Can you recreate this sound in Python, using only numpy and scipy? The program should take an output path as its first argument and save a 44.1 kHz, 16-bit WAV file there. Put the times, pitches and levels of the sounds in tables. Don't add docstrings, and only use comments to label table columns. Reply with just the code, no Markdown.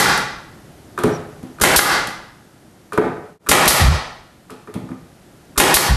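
import sys
import numpy as np
from scipy import signal
from scipy.fft import rfft, irfft
from scipy.io import wavfile
from scipy.ndimage import uniform_filter1d

SR = 44100
rng = np.random.default_rng(int(sys.argv[2]) if len(sys.argv) > 2 else 0)


def materialize(psi):
    bounded = np.clip(np.atleast_2d(psi).T, -1, 1)
    quanta = np.round(bounded * 32767).astype(np.int16)
    wavfile.write(sys.argv[1], SR, quanta)


def boost(x):
    u = np.asarray(x, float) / 20
    return 10 ** u


N = 262836
LEAD = SR // 4
SCENE_CHANGE_S = 3.39

# start in seconds, level in dB.
VALVE_POPS = [
    (-.21, 15.5),
    (1.6119, -10),
    (3.4876, -6),
    (5.576, -7.5),
]
# start in seconds, level in dB.
DRIVER_BLOWS = [
    (-.19, 4.1),
    (1.6365, 12),
    (3.5145, 24.5),
    (5.6000, 10.2),
]
# start in seconds, level in dB.
EXHAUST_BLASTS = [
    (-.04, 2.4),
    (1.761, 6.1),
    (3.6772, 10),
    (5.7407, 1.6),
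]
# start in seconds, level in dB.
PISTON_RETURNS = [
    (-.012, 10.6),
    (1.7910, 10.7),
    (3.7068, 3.3),
    (5.7690, 2.5),
]

# start in seconds, level in dB.
TOUCHES = [
    (.977, -15),
    (2.922, -19),
    (4.497, -31.5),
    (4.673, -31.5),
    (4.74, -34),
    (4.889, -33),
    (4.915, -36),
]
# start in seconds, level in dB.
BOUNCES = [
    (.988, -16.5),
    (1.599, -21.5),
    (2.932, -20),
    (4.504, -32.5),
]
# start in seconds, level in dB.
PRESSES = [
    (1.036, -5.5),
    (1.094, -16.5),
    (2.976, -0.5),
    (3.014, -14),
    (4.515, -29.5),
    (4.678, -29),
]
# start in seconds, level in dB.
SAGS = [(1.044, -16), (1.057, -12), (1.427, -29), (1.49, -38.5), (3.057, -23), (4.743, -30), (4.753, -19.5),
        (4.83, -29), (4.895, -32), (4.907, -28)]
# start in seconds, level in dB.
TRIGGER_CLICKS = [(1.585, -32.5), (1.747, -11), (3.463, -29), (3.469, -22), (3.656, -20), (5.559, -31.5),
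                  (5.566, -28)]
# start in seconds, level in dB.
FEED_RATTLES = [(.176, -15.5), (1.035, -17), (1.057, -31.5), (1.43, -40), (2.071, -20), (3.656, 5),
                (4.504, -32), (4.74, -30)]

# frequency in Hz, density in dB per Hz.
VALVE_SPECTRUM = [(100, 1), (400, 7.5), (800, -6), (1400, 2), (2200, -5.5), (5000, -2), (12000, 0.5),
                  (13500, -8)]
# frequency in Hz, density in dB per Hz.
DRIVER_SPECTRUM = [(50, -5), (120, -17.5), (250, 2), (410, 2.5), (800, -0.5), (1300, 2), (2100, 0),
                   (2700, -5), (5000, -11.5), (11000, -9), (13500, -11)]
# frequency in Hz, density in dB per Hz.
EXHAUST_SPECTRUM = [(100, -26), (500, 4.5), (1500, 0.5), (3000, 6), (4200, 10), (7000, 7), (10500, 11),
                    (12500, 12), (13500, -21.5)]
# frequency in Hz, density in dB per Hz.
PISTON_SPECTRUM = [(60, -19), (200, 0.5), (500, 0), (900, 2.5), (1400, 8.5), (2100, 3), (2700, -5),
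                   (5000, -5), (13500, -18.5)]
# frequency in Hz, density in dB per Hz.
THUD_SPECTRUM = [(100, -16.5), (250, 3.5), (500, 8.5), (900, 0.5), (1400, -5), (2200, -10), (3200, -24.5),
                 (8000, -55)]
# frequency in Hz, density in dB per Hz.
TICK_SPECTRUM = [(800, -20), (2000, 10.5), (5000, 3.5), (9000, 8.5), (13000, 5.5)]
# frequency in Hz, density in dB per Hz.
SCUFF_SPECTRUM = [(1500, -20), (2500, 6.5), (4500, 2), (7000, -10), (13000, -14)]
# frequency in Hz, density in dB per Hz.
RUMBLE_SPECTRUM = [(15, -27.5), (25, -14), (140, -0.5), (178, -3), (366, -5), (430, -11), (738, -12),
                   (977, -18.5), (1850, -47), (3000, -35), (3900, -43), (6600, -120)]
# frequency in Hz, density in dB per Hz.
HISS_SPECTRUM = [(590, -50), (1000, -5.5), (1400, -0.5), (2020, -5), (2430, -8), (12300, -13),
                 (13300, -11.5)]

# frequency in Hz, level in dB, T60 in seconds.
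BOARD_MODES = [(65.4, -13, 0.061), (120.7, -6, 0.09), (169.5, -8, 0.17), (202.3, -8.5, 0.23),
               (255.3, 3.5, 0.093), (264, -1.5, 0.073), (328.3, -8, 0.25)]
# frequency in Hz, level in dB, T60 in seconds.
PLATE_MODES = [(352, -14, 0.2), (416.3, -1.5, 0.11), (423.6, -1.5, 0.096), (587, -31, 0.032),
               (740, -29, 0.049), (974, -19, 0.052)]
# frequency in Hz, level in dB, T60 in seconds.
BODY_MODES = [(1196, 2.5, 0.013), (1340, -5.5, 0.023), (1504, 1.5, 0.011), (1800, -15, 0.03),
              (2440, -17, 0.026), (3720, -24, 0.027)]

# frequency in Hz, T60 in seconds.
ROOM_T60_S = [(60, .9), (260, 0.61), (700, 0.7), (1840, 0.68), (4850, 0.64), (12800, 0.3)]
# centre in Hz, width in Hz, lift in dB.
ROOM_LIFTS = [(157.6, 42, 8), (826, 98, 6), (1277, 47, 1.5), (1534, 152, -1), (1910, 160, 2.5),
              (2245, 89, 0)]
ROOM_EDGES_HZ = 25 * 2 ** np.arange(0, 9.3, 1 / 3)

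# start in seconds, hold in seconds, level in dB.
AIR_GUSTS = [
    (3.80, 0.091, -4),
    (5.89, 0.024, -7),
]
# time in seconds, rate in Hz.
EDDY_RATE_HZ = [
    (3.81, 104.8),
    (3.86, 56.4),
    (3.92, 79.2),
    (3.95, 88.2),
    (3.975, 54.9),
    (5.89, 89.85),
    (5.915, 62),
    (5.96, 55),
]
# time in seconds, gain in dB.
GAIN_DRIFT_DB = [
    (0, 0),
    (1.5, 0.5),
    (2.3, -3.5),
    (4.3, -5.5),
    (5.96, -1),
]


def in_time(rows):
    return np.interp(np.arange(N) / SR, *np.transpose(rows))


def at_hz(points, hz):
    table_hz, values = np.array(points)[:, 0], np.array(points)[:, 1]
    return np.interp(np.log(hz + 1e-9), np.log(table_hz), values)


def coloured(spectrum, size):
    hz = np.fft.rfftfreq(size, 1 / SR)
    noise = irfft(rfft(rng.standard_normal(size)) * boost(at_hz(spectrum, hz)), size)
    return noise / np.std(noise)


def bursts(events, spectrum, rise_s, hold_s, fall_s):
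    out, t = np.zeros(N + LEAD + SR), np.arange(SR // 4) / SR
    shape = (1 - np.exp(-t / rise_s)) * np.exp(-np.maximum(t - hold_s, 0) / fall_s)
    target = boost(at_hz(spectrum, np.fft.rfftfreq(len(t), 1 / SR)))
    for start_s, level_db in events:
        i = round(start_s * SR) + LEAD
        raw = rfft(shape * coloured(spectrum, len(t)))
        even = target / np.sqrt(uniform_filter1d(np.abs(raw) ** 2, size=40))
        burst = irfft(raw * even, len(t)) * (t < 0.2)
        burst = burst * np.sqrt(np.sum(shape ** 2) / np.sum(burst ** 2))
        out[i:i + len(t)] += boost(level_db) * burst
    return out[:N + LEAD]


def struck(times_s, levels_db, modes, contact_hz, settle_s):
    at, out = np.round(times_s * SR).astype(int) + LEAD, 0
    spread_db = rng.normal(0, 1.0, (len(at), len(modes)))
    t = np.arange(SR // 20) / SR
    for k, (hz, mode_db, t60_s) in enumerate(modes):
        clicks = np.full(N + LEAD, 1e-18)
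        np.add.at(clicks, at, boost(levels_db + mode_db + spread_db[:, k]) * (-1) ** k)
        r, w = boost(-60 / (t60_s * SR)), 2 * np.pi * hz / SR
        push = np.exp(-t / settle_s) * np.cos(w * t * SR)
        driven = signal.oaconvolve(clicks, 2 * push / np.sum(np.abs(push)))[:N + LEAD]
        out = out + signal.lfilter([0, np.sin(w)], [1, -2 * r * np.cos(w), r * r], driven)
    return signal.lfilter(*signal.butter(2, contact_hz, fs=SR), out)


def workshop(x, wet_db, lumpy_db):
    t, tail = np.arange(int(1.3 * SR)) / SR, 0
    chance = np.clip(coloured([(30, 0), (600, 0), (1500, -20)], len(t)), -2, 2)
    lumps = boost(lumpy_db * np.exp(-t / 0.074) * chance)
    white = rng.standard_normal((2, len(t))) * lumps
    for k, (low_hz, high_hz) in enumerate(zip(ROOM_EDGES_HZ, ROOM_EDGES_HZ[1:])):
        band_filter = signal.butter(2, [low_hz, high_hz], "band", fs=SR, output="sos")
        band = signal.sosfilt(band_filter, white[k % 2])
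        tail = tail + band * boost(-60 * t / at_hz(ROOM_T60_S, np.sqrt(low_hz * high_hz)))
    hz = np.fft.rfftfreq(len(t), 1 / SR)
    lift_db = sum(db / (1 + (2 * (hz - centre) / width) ** 2) for centre, width, db in ROOM_LIFTS)
    tail = irfft(rfft(tail) * boost(lift_db), len(t))
    tail = tail * (1 - np.exp(-(t / 0.0016) ** 2))
    tail = tail * np.clip((1.1 - t) / 0.2, 0, 1)
    return boost(wet_db) * signal.fftconvolve(x, tail)[:len(x)]


def rumble():
    return boost(-43.5 + 1.16 * in_time(GAIN_DRIFT_DB)) * coloured(RUMBLE_SPECTRUM, N)


def buffeting():
    wander = np.clip(0.4 * coloured([(3, 0), (25, 0), (60, -30)], N), -2, 2)
    phase = 2 * np.pi * np.cumsum(in_time(EDDY_RATE_HZ) * boost(wander)) / SR
    turbulence = coloured([(20, -6), (60, 6.5), (200, -6), (500, -39)], N)
    eddies = np.sin(phase) + 0.36 * np.sin(2 * phase - 1.2) + 0.31 * turbulence
    rise_s, fall_s = 0.014, 0.03
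    t, level = np.arange(N) / SR, 0
    for start_s, hold_s, level_db in AIR_GUSTS:
        rise = np.clip((t - start_s) / rise_s, 0, 1)
        fall = np.exp(-np.maximum(t - start_s - rise_s - hold_s, 0) / fall_s)
        level = level + boost(level_db) * rise * fall
    surge_s, surge_width_s, surge_db = 3.888, 0.0092, 2.5
    level = level * boost(surge_db * np.exp(-((t - surge_s) / surge_width_s) ** 2))
    return level * eddies


def squeak():
    start_s, end_s, base_hz, arch_hz = 1.113, 1.176, 5350, 500
    part = np.clip((np.arange(N) / SR - start_s) / (end_s - start_s), 0, 1)
    arch = np.sin(np.pi * part)
    tone = np.sin(2 * np.pi * np.cumsum(base_hz + arch_hz * arch) / SR)
    rough = coloured([(20, 0), (250, -3), (600, -30)], N)
    level = boost(-44) * np.sqrt(arch + 1e-12) * (0.7 + part)
    return level * (0.8 + rough) * tone


def knocks():
    kinds = [
        (TOUCHES, (-19.5, -0.5, -2, -18)),
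        (BOUNCES, (-16.5, 1, -6.5, -9)),
        (PRESSES, (-11, 1.5, -12.5, -25.5)),
        (SAGS, (0.5, -15, -20, -26)),
        (TRIGGER_CLICKS, (-27, -5, 1, -14)),
        (FEED_RATTLES, (-12, -38, -32, -2)),
    ]
    contacts = [(s, *np.add(db, mix)) for rows, mix in kinds for s, db in rows]
    s, board_db, plate_db, body_db, tick_db = np.transpose(contacts)
    board = struck(s, board_db, BOARD_MODES, contact_hz=406, settle_s=0.0045)
    plate = struck(s, plate_db, PLATE_MODES, contact_hz=1200, settle_s=0.0044)
    wood = board + plate
    thud_db = np.maximum(board_db, plate_db) - 12.0
    thuds = bursts(zip(s, thud_db), THUD_SPECTRUM, rise_s=0.0026, hold_s=0.00087, fall_s=0.031)
    body = struck(s, body_db, BODY_MODES, contact_hz=5100, settle_s=0.00089)
    ticks = bursts(zip(s, tick_db), TICK_SPECTRUM, rise_s=0.0001, hold_s=0.00057, fall_s=0.0025)
    scuffs = bursts(zip(s, tick_db - 13), SCUFF_SPECTRUM, rise_s=0.002, hold_s=0.0037, fall_s=0.02)
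    ticks = ticks + scuffs
    far = boost(-6.5) * wood + boost(-2.0) * thuds + body + boost(0.5) * ticks
    return wood + thuds + body + ticks + workshop(far, wet_db=-33.5, lumpy_db=0.5)


def stapler():
    valve = bursts(VALVE_POPS, VALVE_SPECTRUM, rise_s=0.0016, hold_s=0.006, fall_s=0.0095)
    driver = bursts(DRIVER_BLOWS, DRIVER_SPECTRUM, rise_s=0.00043, hold_s=0.0023, fall_s=0.00088)
    driver = driver + boost(-16.5) * np.roll(driver, round(0.008 * SR))
    exhaust = bursts(EXHAUST_BLASTS, EXHAUST_SPECTRUM, rise_s=0.00074, hold_s=0.0041, fall_s=0.03)
    piston = bursts(PISTON_RETURNS, PISTON_SPECTRUM, rise_s=0.0001, hold_s=0.0045, fall_s=0.0018)
    s, level_db = np.transpose(VALVE_POPS + EXHAUST_BLASTS)
    puff_modes = [(38, 3.5, 0.04), (65.5, 6.0, 0.062)]   # Hz, dB, T60 s
    puffs = struck(s, level_db - 14.5, puff_modes, contact_hz=211, settle_s=0.0062)
    valve_hits = [(s + 0.00199, db + 6) for s, db in VALVE_POPS]
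    s, level_db = np.transpose(valve_hits + PISTON_RETURNS)
    clang = struck(s + 0.00134, level_db - 9.5, BODY_MODES, contact_hz=3970, settle_s=0.00034)
    near = valve + boost(-5.5) * driver + exhaust + piston + puffs + clang
    far = boost(-1.0) * valve + boost(4.5) * driver + boost(-9.0) * exhaust + boost(-5.0) * piston
    return near + workshop(far, wet_db=-31, lumpy_db=4.5)


def scene():
    sound = (stapler() + knocks())[LEAD:] + squeak()
    dip_hz, dip_width_hz, dip_share = 1560, 220, 0.6
    band = signal.lfilter(*signal.iirpeak(dip_hz, dip_hz / dip_width_hz, fs=SR), sound)
    sound = sound - dip_share * band * (np.arange(N) > SCENE_CHANGE_S * SR)
    sound = sound + buffeting() + rumble()
    bass = signal.lfilter(*signal.butter(2, 70, fs=SR), sound)
    side = boost(-24.5) * np.roll(bass, SR // 300)
    return np.array([sound + side, sound - side])


def gain_control(dry):
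    heard = signal.lfilter(*signal.butter(2, 200, "high", fs=SR), dry[0]) ** 2
    heard = heard + (boost(-2) * dry[0]) ** 2
    sense = np.exp(-1 / (0.0075 * SR))
    start = [np.mean(heard[:SR // 100])]
    sensed = signal.lfilter([1 - sense], [1, -sense], heard, zi=start)[0]
    recover_db = 139.0 * np.arange(N) / SR
    held_db = np.maximum.accumulate(10 * np.log10(sensed + 1e-12) + recover_db) - recover_db
    return dry * boost(-0.95 * np.maximum(held_db + 10, 0))


def band_limit(x):
    return signal.sosfilt(signal.butter(12, 13430, fs=SR, output="sos"), x)


def record(dry):
    x = gain_control(dry)
    hiss = boost(-51 + 0.81 * in_time(GAIN_DRIFT_DB)) * coloured(HISS_SPECTRUM, N)
    fade_s, floor_db = 0.12, -34
    away = np.clip(np.abs(np.arange(N) / SR - SCENE_CHANGE_S) / fade_s, 0, 1)
    fade = np.maximum(np.sin(np.pi / 2 * away), boost(floor_db))
    x = (x + hiss) * fade
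    top_cut = signal.ellip(10, 0.3, 60, 12900, fs=SR, output="sos")
    x = signal.sosfilt(top_cut, 1.087 * np.tanh(x / 1.104))
    return band_limit(np.clip(x, -1, 1))


dry = scene()
out = record(dry)
materialize(out)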